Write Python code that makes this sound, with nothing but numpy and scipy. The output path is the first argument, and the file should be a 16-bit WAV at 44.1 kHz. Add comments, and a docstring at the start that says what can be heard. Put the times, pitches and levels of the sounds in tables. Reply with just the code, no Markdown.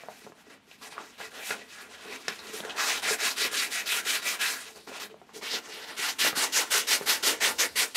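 """Sandpaper on a round wooden handle

A sheet is handled, wrapped over the handle and pulled to and fro in a small workshop, then threaded under it
for shorter, harder strokes. Dense grit clicks ring through paper, handle and box; bends and knocks are short
bursts of resonant noise. A bench shudder, the shop's echoes and its quiet air lie around them, on one microphone.
"""
import sys
import numpy as np
from scipy import signal
from scipy.fft import rfft, irfft, next_fast_len
from scipy.io import wavfile

SR = 44100
rng = np.random.default_rng(int(sys.argv[2]) if len(sys.argv) > 2 else 0)


def to_wav(s):
    """Save 16-bit WAV."""
    ch = np.atleast_2d(s).T  # columns
    pcm = np.round(np.clip(ch, -1, 1) * 32767)  # PCM
    wavfile.write(sys.argv[1], SR, pcm.astype(np.int16))


N = 351036


def from_db(db):
    """Amplitude gain of a level in dB."""
    return 10 ** (np.asarray(db) / 20)


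def rms_one(x):
    """Scale to unit rms."""
    return x / np.sqrt(np.mean(x ** 2) + 1e-20)


def peak_one(x):
    """Scale to unit peak."""
    return x / np.max(np.abs(x))


def at_hz(points, hz):
    """Read a spectrum in dB on a log frequency axis."""
    point_hz, level_db = np.transpose(points)
    return np.interp(np.log(hz), np.log(point_hz), level_db)


def drift(rate_hz):
    """Slow random wander with spread near 1: noise through two equal low-passes, made at SR / 40."""
    r = np.exp(-80 * np.pi * rate_hz / SR)
    noise = rng.standard_normal(N // 40 + 2002)
    slow = signal.lfilter([1], [1, -2 * r, r * r], noise)[2000:]   # drop the filter's start-up
    return np.interp(np.arange(N) / 40, np.arange(len(slow)), rms_one(slow))


def resonate(x, hz, width_hz):
    """Two-pole resonance with gain 1 at its top."""
    r = np.exp(-np.pi * width_hz / SR)
    poles = [1, -2 * r * np.cos(2 * np.pi * hz / SR), r * r]
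    return signal.lfilter([(1 - r * r) / 2, 0, (r * r - 1) / 2], poles, x)


# quiet of the shop, relative spectrum: (f/Hz, level/dB per Hz)
AIR_SPECTRUM = [(12, -45), (30, -6), (70, -3), (140, -2), (220, 8.5), (420, -5), (790, -3), (1270, -6),
                (2920, -6.5), (9960, -36), (15600, -44)]
AIR_DB = -61   # middle of the wavering level


def air():
    """Slightly wavering low rumble and faint hiss of the shop: noise shaped by a fixed spectrum."""
    hz = np.arange(1, N // 2 + 2) * SR / N
    shaped = irfft(rfft(rng.standard_normal(N)) * from_db(at_hz(AIR_SPECTRUM, hz)), N)
    return from_db(AIR_DB + 0.53 * drift(2.3)) * rms_one(shaped)


# the bench rocks under the strokes: (t/s, level/dB before a small trim)
BENCH_ROCKING = [(0.0, -82), (0.53, -85), (2.88, -72), (2.9, -64), (3.21, -71), (3.26, -88), (3.41, -66),
                 (3.79, -78), (3.86, -73), (5.23, -81), (5.25, -90), (5.45, -70), (5.5, -83), (7.54, -64),
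                 (7.65, -76), (7.69, -64), (7.92, -82), (7.96, -76)]
ROCKING_HZ, ROCKING_WIDTH_HZ = 75.4, 35


def rocking():
    """A deep shudder of the bench: noise through two low resonances, swelling and sinking in level."""
    s, level_db = np.transpose(BENCH_ROCKING)
    shudder = resonate(rng.standard_normal(N), ROCKING_HZ, ROCKING_WIDTH_HZ)
    shudder = resonate(shudder, ROCKING_HZ, 60)
    trim_db = -0.5
    return from_db(np.interp(np.arange(N) / SR, s, level_db) + trim_db) * rms_one(shudder)


# each rub of the sheet, light brushes and full strokes alike, levels before the trims in sliding():
# (start t/s, length t/s, fastest moment as share of the length, rasp level/dB, then level/dB against the rasp:
# bite of the grit, fine hiss, drumming of the box, hollow of the sheet; brightening from start to end/dB)
RUB_STROKES = [(0.014, 0.095, 0.9, -56, -7, -1, -2, 4, 11),
               (0.087, 0.24, 0.076, -56, 0.5, -1.5, -20, -3, 6),
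               (0.2, 0.067, 0.46, -58.5, 6, -2, -5, -1, 0), (0.343, 0.081, 0.85, -60, 1, -1.5, -9, 4, 4),
               (0.436, 0.054, 0.85, -58, -5, -9, 2, -13, -6),
               (0.493, 0.087, 0.061, -48.5, -7, -14.5, -4, -6.5, 4),
               (0.667, 0.104, 0.57, -54, -0.5, -9, -11, -15, 5),
               (0.774, 0.037, 0.9, -57, -2, -7, -12, -10, -2), (0.811, 0.09, 0.17, -46.5, 1, -4, -5, 3, -3),
               (0.897, 0.077, 0.24, -48.5, 0, -5, -10, 0, -7),
               (0.956, 0.11, 0.21, -47, -3, -12, -2, 7.5, 19),
               (1.041, 0.12, 0.07, -53.5, -3, -8, -5, -6, -3),
               (1.177, 0.12, 0.14, -41.5, -4.5, -6, -7.5, -5.5, 8),
               (1.304, 0.13, 1, -40.5, -4, -8, -5.5, -4.5, 0),
               (1.43, 0.12, 0.63, -39.5, -0.5, 1.5, -12, -5, -20),
               (1.507, 0.047, 0.08, -34, -8, -16, -10.5, -3, 0),
               (1.536, 0.12, 0.17, -47.5, -1, -15, -2, -5, 0),
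               (1.677, 0.095, 0.87, -48, 2, -7, -16, -11, -11),
               (1.757, 0.11, 0.39, -42, -8.5, -14, -16, -9, -9),
               (1.888, 0.1, 0.51, -45, -5.5, -15, -10, -6, -1),
               (1.988, 0.067, 0.9, -43.5, -5, -15, -7, -8, 2),
               (2.056, 0.11, 0.93, -37.5, -4.5, -11, -4.5, -9, 12),
               (2.206, 0.088, 0.38, -51, 3, -12, -1, -8, 3),
               (2.28, 0.062, 0.06, -35.5, -6, -15, -13, -8, -3), (2.3, 0.15, 0.3, -50, -3, -7, -10, -20, 0),
               (2.377, 0.21, 0.8, -46, -3, -8, -2, -20, -5),
               (2.517, 0.099, 0.65, -38.5, -4.5, -4.5, -8, -10, 0),
               (2.621, 0.15, 0.45, -45.5, -1, -9, -1, 8, 0),
               (2.76, 0.24, 0.49, -27, -1.5, -5.5, -15, -7, 7),
               (3.019, 0.14, 0.61, -25.5, -5.5, -6.5, -15, -10.5, -5),
               (3.181, 0.15, 0.63, -27, -1.5, -5, -14.5, -12, 5),
               (3.359, 0.12, 0.67, -23.5, -5, -8, -17.5, -15.5, -4),
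               (3.511, 0.17, 0.43, -27, -4, -3.5, -19, -14.5, 10),
               (3.702, 0.13, 0.51, -27.5, -5.5, -6.5, -20, -17, -11),
               (3.857, 0.16, 0.62, -28, -2, -1.5, -30, -14.5, -8),
               (4.049, 0.15, 0.43, -26, -3, -4, -20.5, -15.5, -3),
               (4.216, 0.16, 0.53, -29, -4.5, -4, -17, -11, -2),
               (4.388, 0.19, 0.25, -27.5, -2.5, -4.5, -21, -14.5, 3),
               (4.556, 0.17, 0.053, -41, -3.5, -4.5, -24, -6.5, -10),
               (4.746, 0.083, 0.07, -53, -12, -6, -3, -2, 2),
               (4.867, 0.043, 0.059, -45.5, 0, -5, 7, -1, -6),
               (4.91, 0.088, 0.69, -41.5, -2, -8, -6, -2, 4),
               (4.996, 0.075, 0.062, -39.5, -2, -2.5, -4.5, -3.5, -6),
               (5.093, 0.033, 0.07, -52.5, -5, -13, 5, -4, 10),
               (5.283, 0.049, 0.99, -60, -4, -16, -6, 6, 10), (5.332, 0.061, 0.51, -50, 7, 3, 12, -3, 1),
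               (5.409, 0.11, 0.35, -37, 1.5, -7.5, -7, -13, 19),
               (5.489, 0.11, 0.46, -36.5, 5, -3.5, -3, -5.5, -5), (5.623, 0.063, 1, -54, 9, -8, 5, 5, -8),
               (5.685, 0.2, 0.36, -43, 1, -8.5, -9, -5, -7), (5.869, 0.082, 0.21, -41, -3, -13, -4, -6, -7),
               (5.964, 0.14, 0.91, -29.5, 1.5, -4.5, -17.5, -8.5, -2),
               (6.184, 0.11, 0.64, -24.5, 3.5, -1.5, -9, -8.5, -7),
               (6.3, 0.065, 0.5, -46, -14, -10, -10, -3, 0), (6.35, 0.14, 0.22, -27.5, 3.5, 0, -13, -4, 1),
               (6.521, 0.12, 0.34, -26.5, 4.5, 0.5, -15, -6, -10),
               (6.702, 0.12, 0.24, -26.5, 3.5, 2, -14, -8, 12),
               (6.868, 0.11, 0.59, -25, 1.5, 0, -11.5, -8, -9), (7.0, 0.038, 0.37, -42, -12, -13, 0, -4, 3),
               (7.056, 0.12, 0.31, -25, 0.5, -0.5, -12, -7, 7),
               (7.225, 0.12, 0.39, -26, 2.5, 0.5, -5, -8, -9),
               (7.402, 0.11, 0.51, -24.5, -0.5, -2, -11.5, -7, -4),
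               (7.581, 0.091, 0.18, -22.5, -2.5, -4, -11, -9, -8),
               (7.755, 0.11, 0.34, -23, -1, -3.5, -12.5, -11.5, -10.5),
               (7.945, 0.098, 0.17, -21, -0.5, -3, -14, -13, 4)]
# faint rustle of sheet and fingers, running on under and between the rubs:
# (t/s, middle level/dB, treble level/dB, low level/dB), before the trims in sliding()
RUSTLE_LEVELS = [(0.0, -49, -59.5, -55), (0.3, -80, -70, -66), (0.63, -85, -72, -81), (1.15, -54, -58, -67),
                 (1.67, -54, -61, -61), (2.2, -52.5, -54.5, -48), (2.74, -47, -54, -54.5),
                 (3.5, -44.5, -51, -48), (4.4, -52, -51, -48.5), (4.84, -78, -57, -66.5),
                 (5.2, -71, -69.5, -67), (5.4, -65, -63, -62), (5.65, -54, -53, -52.5),
                 (6.15, -49, -51.5, -51), (6.5, -44, -46, -44.5), (7.0, -43.5, -46.5, -46.5),
                 (7.57, -56, -50, -49), (7.96, -55, -52, -57)]
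# level/dB added to the rustle's treble for bite and hiss, and to its low for box and hollow
RUSTLE_SPLIT = [-0.5, -3, 0, -3.1]
# loudness follows hand speed to these powers: (rasp, bite, hiss, box, hollow)
HAND_SPEED_POWER = [1.02, 1.2, 1.13, 0.6, 0.75]
# change from start to end of every rub: (rasp, bite, hiss, box, hollow), each level/dB
RUB_LEAN = [-0.45, -1, 0.85, 2.4, 1.7]
# share of a rub's own brightening: (rasp, bite, hiss, box, hollow)
BRIGHTENING_SHARE = [-0.35, .6, 0.17, -0.79, -0.69]
BREAKAWAY_RAD = 0.31   # the sheet sticks at first and breaks loose part way up the arch
RING_OUT_S = 0.0074    # the sheet keeps sounding briefly as the hand slows


def hand():
    """Levels in dB of rasp, bite, hiss, box and hollow: each rub's speed is a lopsided arch over the rustle."""
    t = np.arange(N) / SR
    s, middle_db, treble_db, low_db = np.transpose(RUSTLE_LEVELS)
    rustle_db = np.array([middle_db, treble_db, treble_db, low_db, low_db])
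    rustle_db = rustle_db + np.r_[0, RUSTLE_SPLIT][:, None]
    power = np.zeros((5, N))
    for start, length, fastest, rasp_db, *colour_db, brighter_db in RUB_STROKES:
        span = slice(max(round(start * SR), 0), round((start + length) * SR))
        along = (t[span] - start) / length
        turns = [0, np.clip(fastest, .03, .97), 1]
        phase = np.interp(along, turns, [BREAKAWAY_RAD, np.pi / 2, np.pi])
        loudness = np.abs(np.sin(phase)) ** np.array(HAND_SPEED_POWER)[:, None]
        lean_db = np.array(RUB_LEAN) + brighter_db * np.array(BRIGHTENING_SHARE)
        level_db = rasp_db + np.r_[0, colour_db][:, None] + np.outer(lean_db, along - .5)
        power[:, span] += (from_db(level_db) * loudness) ** 2
    r = np.exp(-1 / (RING_OUT_S * SR))
    power = signal.lfilter([1 - r], [1, -r], power + 1e-18)
    rustle = from_db([np.interp(t, s, level) for level in rustle_db])
    return 10 * np.log10(power + rustle ** 2)


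def grit(per_s, spread_db):
    """Grains of abrasive catching the fibres: random clicks of uneven size and either sign."""
    sizes = from_db(spread_db * np.minimum(rng.exponential(1, N), 4)) * rng.choice([-1, 1], N)
    return rms_one(sizes * (rng.random(N) < per_s / SR))


def body(x, modes, lift_db, wander_db):
    """The direct sound plus the modes, each rung more or less as the contact moves along the wood."""
    out = x
    for hz, width_hz, level_db in modes:
        gain = from_db(lift_db + level_db + wander_db * drift(5.4))
        out = out + gain * resonate(x, hz, width_hz)
    return out


# basic colour of the rasp, relative spectrum: (f/Hz, level/dB per Hz)
RASP_SPECTRUM = [(60, -60), (110, -26), (160, -28.5), (215, -9.5), (300, -5), (420, -7), (650, -7.5),
                 (960, -9), (1300, -4.5), (2000, -1.5), (4000, -5), (8250, -9), (12300, -12.5),
                 (15600, -21.5)]
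# resonances of handle, box and sheet, sheet over the handle: (f/Hz, width f/Hz, level/dB before body()'s lift)
OVER_MODES = [(225, 40, -5), (428, 30, 6), (660, 60, -10), (1030, 70, -7), (1400, 70, -7), (1660, 60, -3),
              (1945, 70, -7), (2340, 70, -6), (2570, 80, -6), (3840, 90, -7)]
# the same with the sheet under the handle: (f/Hz, width f/Hz, level/dB before body()'s lift)
UNDER_MODES = [(425, 40, -6), (465, 40, -4), (888, 55, -4), (1030, 55, -5), (1385, 70, -6), (1515, 60, -7),
               (1770, 90, -6), (1950, 90, -4), (2200, 70, -5), (2810, 80, -6)]
THREADED_S = 5.2   # the sheet changes place


def sliding():
    """Grit clicks ring the body; each half-octave follows the stroke and flickers as contact patches come and go."""
    t = np.arange(N) / SR
    rasp_db, *levels_db = hand()
    bite_db, hiss_db, box_db, hollow_db = levels_db - rasp_db
    clicks = grit(per_s=14000, spread_db=0.7)
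    over = body(clicks, OVER_MODES, lift_db=2.5, wander_db=4)
    under = body(clicks, UNDER_MODES, lift_db=2.5, wander_db=4)
    rung = np.where(t < THREADED_S, over, under)
    size = next_fast_len(N)
    hz = np.arange(1, size // 2 + 2) * SR / size
    spectrum = rfft(rung, size) * from_db(at_hz(RASP_SPECTRUM, hz))
    out, together = np.zeros(N), drift(25.0)
    for centre_hz in 100 * 2 ** np.arange(0, 8, .5):
        window = np.clip(1 - 2 * np.abs(np.log2(hz / centre_hz)), 0, 1)
        band = irfft(spectrum * window, size)[:N]
        # share of each control in this band: box lowest, then hollow, rasp, bite and hiss
        octave = np.log2(centre_hz / 400)
        box, hollow, _, bite, hiss = (np.interp(octave, [0, 1, 2.3, 3.3, 4.6], w) for w in np.eye(5))
        colour_db = box * (box_db + 8.0) + hollow * (hollow_db + 11)
        colour_db = colour_db + bite * (bite_db + 5.0) + hiss * (hiss_db + 5.5)
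        flicker_db = 1.26 * together + 2.18 * drift(8.8)   # shared by all bands, and this band's own
        out += band * from_db(colour_db + flicker_db)
    return from_db(rasp_db + 3.5) * rms_one(out)


# snaps and taps of sheet on wood, a few followed by their own bounce off the bench:
# (t/s, peak level/dB before bench echo and body, centre f/Hz, noise t60 t/s,
# treble level/dB and thud level/dB against the ring, both before the trims in snaps())
SHEET_SNAPS = [(0.0358, -35, 595, 0.076, -1, -6), (0.0855, -28.5, 620, 0.1, -26, -10),
               (0.219, -54, 344, 0.05, -15, -24), (0.247, -44, 232, 0.04, -16, -11),
               (0.2659, -35, 546, 0.047, -16, 9), (0.273, -37, 535, 0.035, -31, 11),
               (0.298, -46, 300, 0.04, -20, -18), (0.321, -37.5, 1000, 0.061, -19, 1),
               (0.468, -45.5, 412, 0.04, -15, -5), (0.676, -56, 392, 0.04, -13, -19),
               (0.7137, -38.5, 2820, 0.04, -6, -23), (0.818, -50, 252, 0.04, -15, -15),
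               (0.9251, -37, 860, 0.04, 8, -11), (0.9527, -41, 1030, 0.03, -12, -7),
               (0.98, -26, 1130, 0.04, -20, -19), (1.203, -32.5, 716, 0.05, -10, -8),
               (1.5062, -16.5, 2030, 0.049, 18.5, -7), (1.51, -22, 1500, 0.038, -6, -30),
               (2.0567, -38, 480, 0.04, -10, -10), (2.126, -27.5, 2090, 0.037, -9, -17),
               (2.2812, -16.5, 1790, 0.085, 13, -14.5), (2.283, -14, 5250, 0.022, -16, -21.5),
               (2.3911, -30.9, 4060, 0.14, 2, -21), (2.47, -34.5, 4000, 0.028, 9, -24),
               (2.498, -39.5, 270, 0.04, -7, -9), (2.5385, -45, 415, 0.04, -1, -9),
               (2.6038, -23.5, 3320, 0.028, -6, -11.5), (2.637, -30, 1440, 0.035, -1, -10),
               (2.6501, -29.5, 448, 0.048, 12.5, -25), (2.668, -44, 440, 0.037, -1, -10),
               (2.6966, -25, 2980, 0.025, -3, -22), (2.7061, -25.5, 2960, 0.068, -7, -34),
               (2.753, -38.5, 428, 0.034, -15, -11), (3.06, -37, 413, 0.036, -20, -10),
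               (3.109, -25, 440, 0.11, -22.5, -11), (3.449, -30, 333, 0.067, -22, -6),
               (3.532, -34.5, 553, 0.035, -20, -12), (4.062, -38, 417, 0.04, -15, -12),
               (4.76, -36, 4570, 0.029, -4, -22), (4.875, -33, 820, 0.046, -10, -10),
               (4.9175, -33, 563, 0.048, -10, -9), (5.1003, -44, 497, 0.04, -13, -8),
               (5.1427, -38, 570, 0.043, -22, -9), (5.2158, -41, 644, 0.058, -18, -16),
               (5.221, -43, 387, 0.024, -20, -10), (5.2927, -41.5, 1040, 0.06, -12, -12),
               (5.365, -40, 410, 0.05, -17, -1), (5.538, -32.5, 450, 0.042, -20, -8),
               (5.992, -32.5, 360, 0.053, -20, 0), (6.248, -22, 600, 0.033, -20, -19),
               (6.265, -27, 500, 0.036, -29, -7), (6.3293, -23, 1190, 0.083, -14, -6),
               (6.373, -30, 283, 0.04, -20, -13), (6.748, -29.5, 463, 0.045, -20, -12),
               (7.0113, -25.5, 410, 0.062, -11, -2), (7.758, -37, 484, 0.05, -24, -12)]
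BENCH_ECHO_S, BENCH_ECHO_DB = 0.0055, -19


def snaps():
    """A sudden give or a bounce rings a patch of sheet or wood and thuds in the box; a short crackle follows."""
    out, t = np.zeros(N), np.arange(round(.12 * SR)) / SR
    noises = rng.standard_normal((len(SHEET_SNAPS), len(t)))
    for (s, peak_db, hz, t60, treble_db, thud_db), noise in zip(SHEET_SNAPS, noises):
        # high patches crackle on after the give, low ones mostly knock once
        push = noise * from_db(-60 * t / t60) * np.sqrt(hz / 1000)
        push[0] -= 24.0
        soft = np.exp(-2 * np.pi * 2.0 * hz / SR)   # a soft contact has a rounded front
        push = signal.lfilter([1 - soft], [1, -soft], push)
        ring = resonate(resonate(push, hz, 0.13 * hz + 30), hz, 1.8 * hz)
        crack = resonate(resonate(noise * from_db(-60 * t / 0.042), 2200, 2300), 2300, 4800)
        thud = resonate(resonate(push, 314, 680), 470, 1350)
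        thud = thud + from_db(-3.0) * resonate(resonate(push, 182, 114), 200, 260)
        burst = peak_one(ring) + from_db(treble_db - 13) * peak_one(crack)
        burst = burst + from_db(thud_db + 12.0) * peak_one(thud)
        at = round(s * SR)
        out[at:at + len(t)] += from_db(peak_db) * peak_one(burst)
    lag = round(BENCH_ECHO_S * SR)
    out[lag:] += from_db(BENCH_ECHO_DB) * out[:-lag]   # the bench top throws each burst back once
    return body(out, OVER_MODES, lift_db=3, wander_db=0)


SHOP_T60_S, WALL_CUT_HZ = 0.19, 1250   # decay time in the bass, and where the gentle treble loss sets in


def shop(x):
    """Echoes of the small room: ten feedback delays of alternating sign, duller on every round."""
    size = next_fast_len(N + SR)
    w = 2 * np.pi * np.arange(size // 2 + 1) / size
    dull = 1 / (1 + 1j * w * SR / (2 * np.pi * WALL_CUT_HZ)) ** 0.36
    echo = 0
    lags_s = [.0113, .0131, .0149, .0167, .0191, .0211, .0239, .0263, .0293, .0331]
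    for k, lag in enumerate(lags_s):
        loop = from_db(-60 * lag / SHOP_T60_S) * dull * np.exp(-1j * w * lag * SR)
        echo = echo + (-1) ** k * loop / (1 - loop)
    return irfft(rfft(x, size) * echo, size)[:N]


def scene():
    """Paper, its echoes, the bench and the quiet of the shop, alike in both channels."""
    rub, cracks = sliding(), snaps()
    echoes = shop(from_db(-15.0) * rub + from_db(-14.0) * cracks)
    mono = rub + cracks + echoes + rocking() + air()
    return np.vstack([mono, mono])


CUTOFF_HZ = 15650   # top of the treble


def record(dry):
    """The microphone drops the deepest bass, peaks are rounded, the top is cut."""
    x = signal.sosfilt(signal.butter(3, 50, "high", fs=SR, output="sos"), dry)
    x = .33 * np.tanh(x / .33)
    return signal.sosfilt(signal.ellip(14, .5, 70, CUTOFF_HZ, fs=SR, output="sos"), x)


dry = scene()
out = record(dry)
to_wav(out)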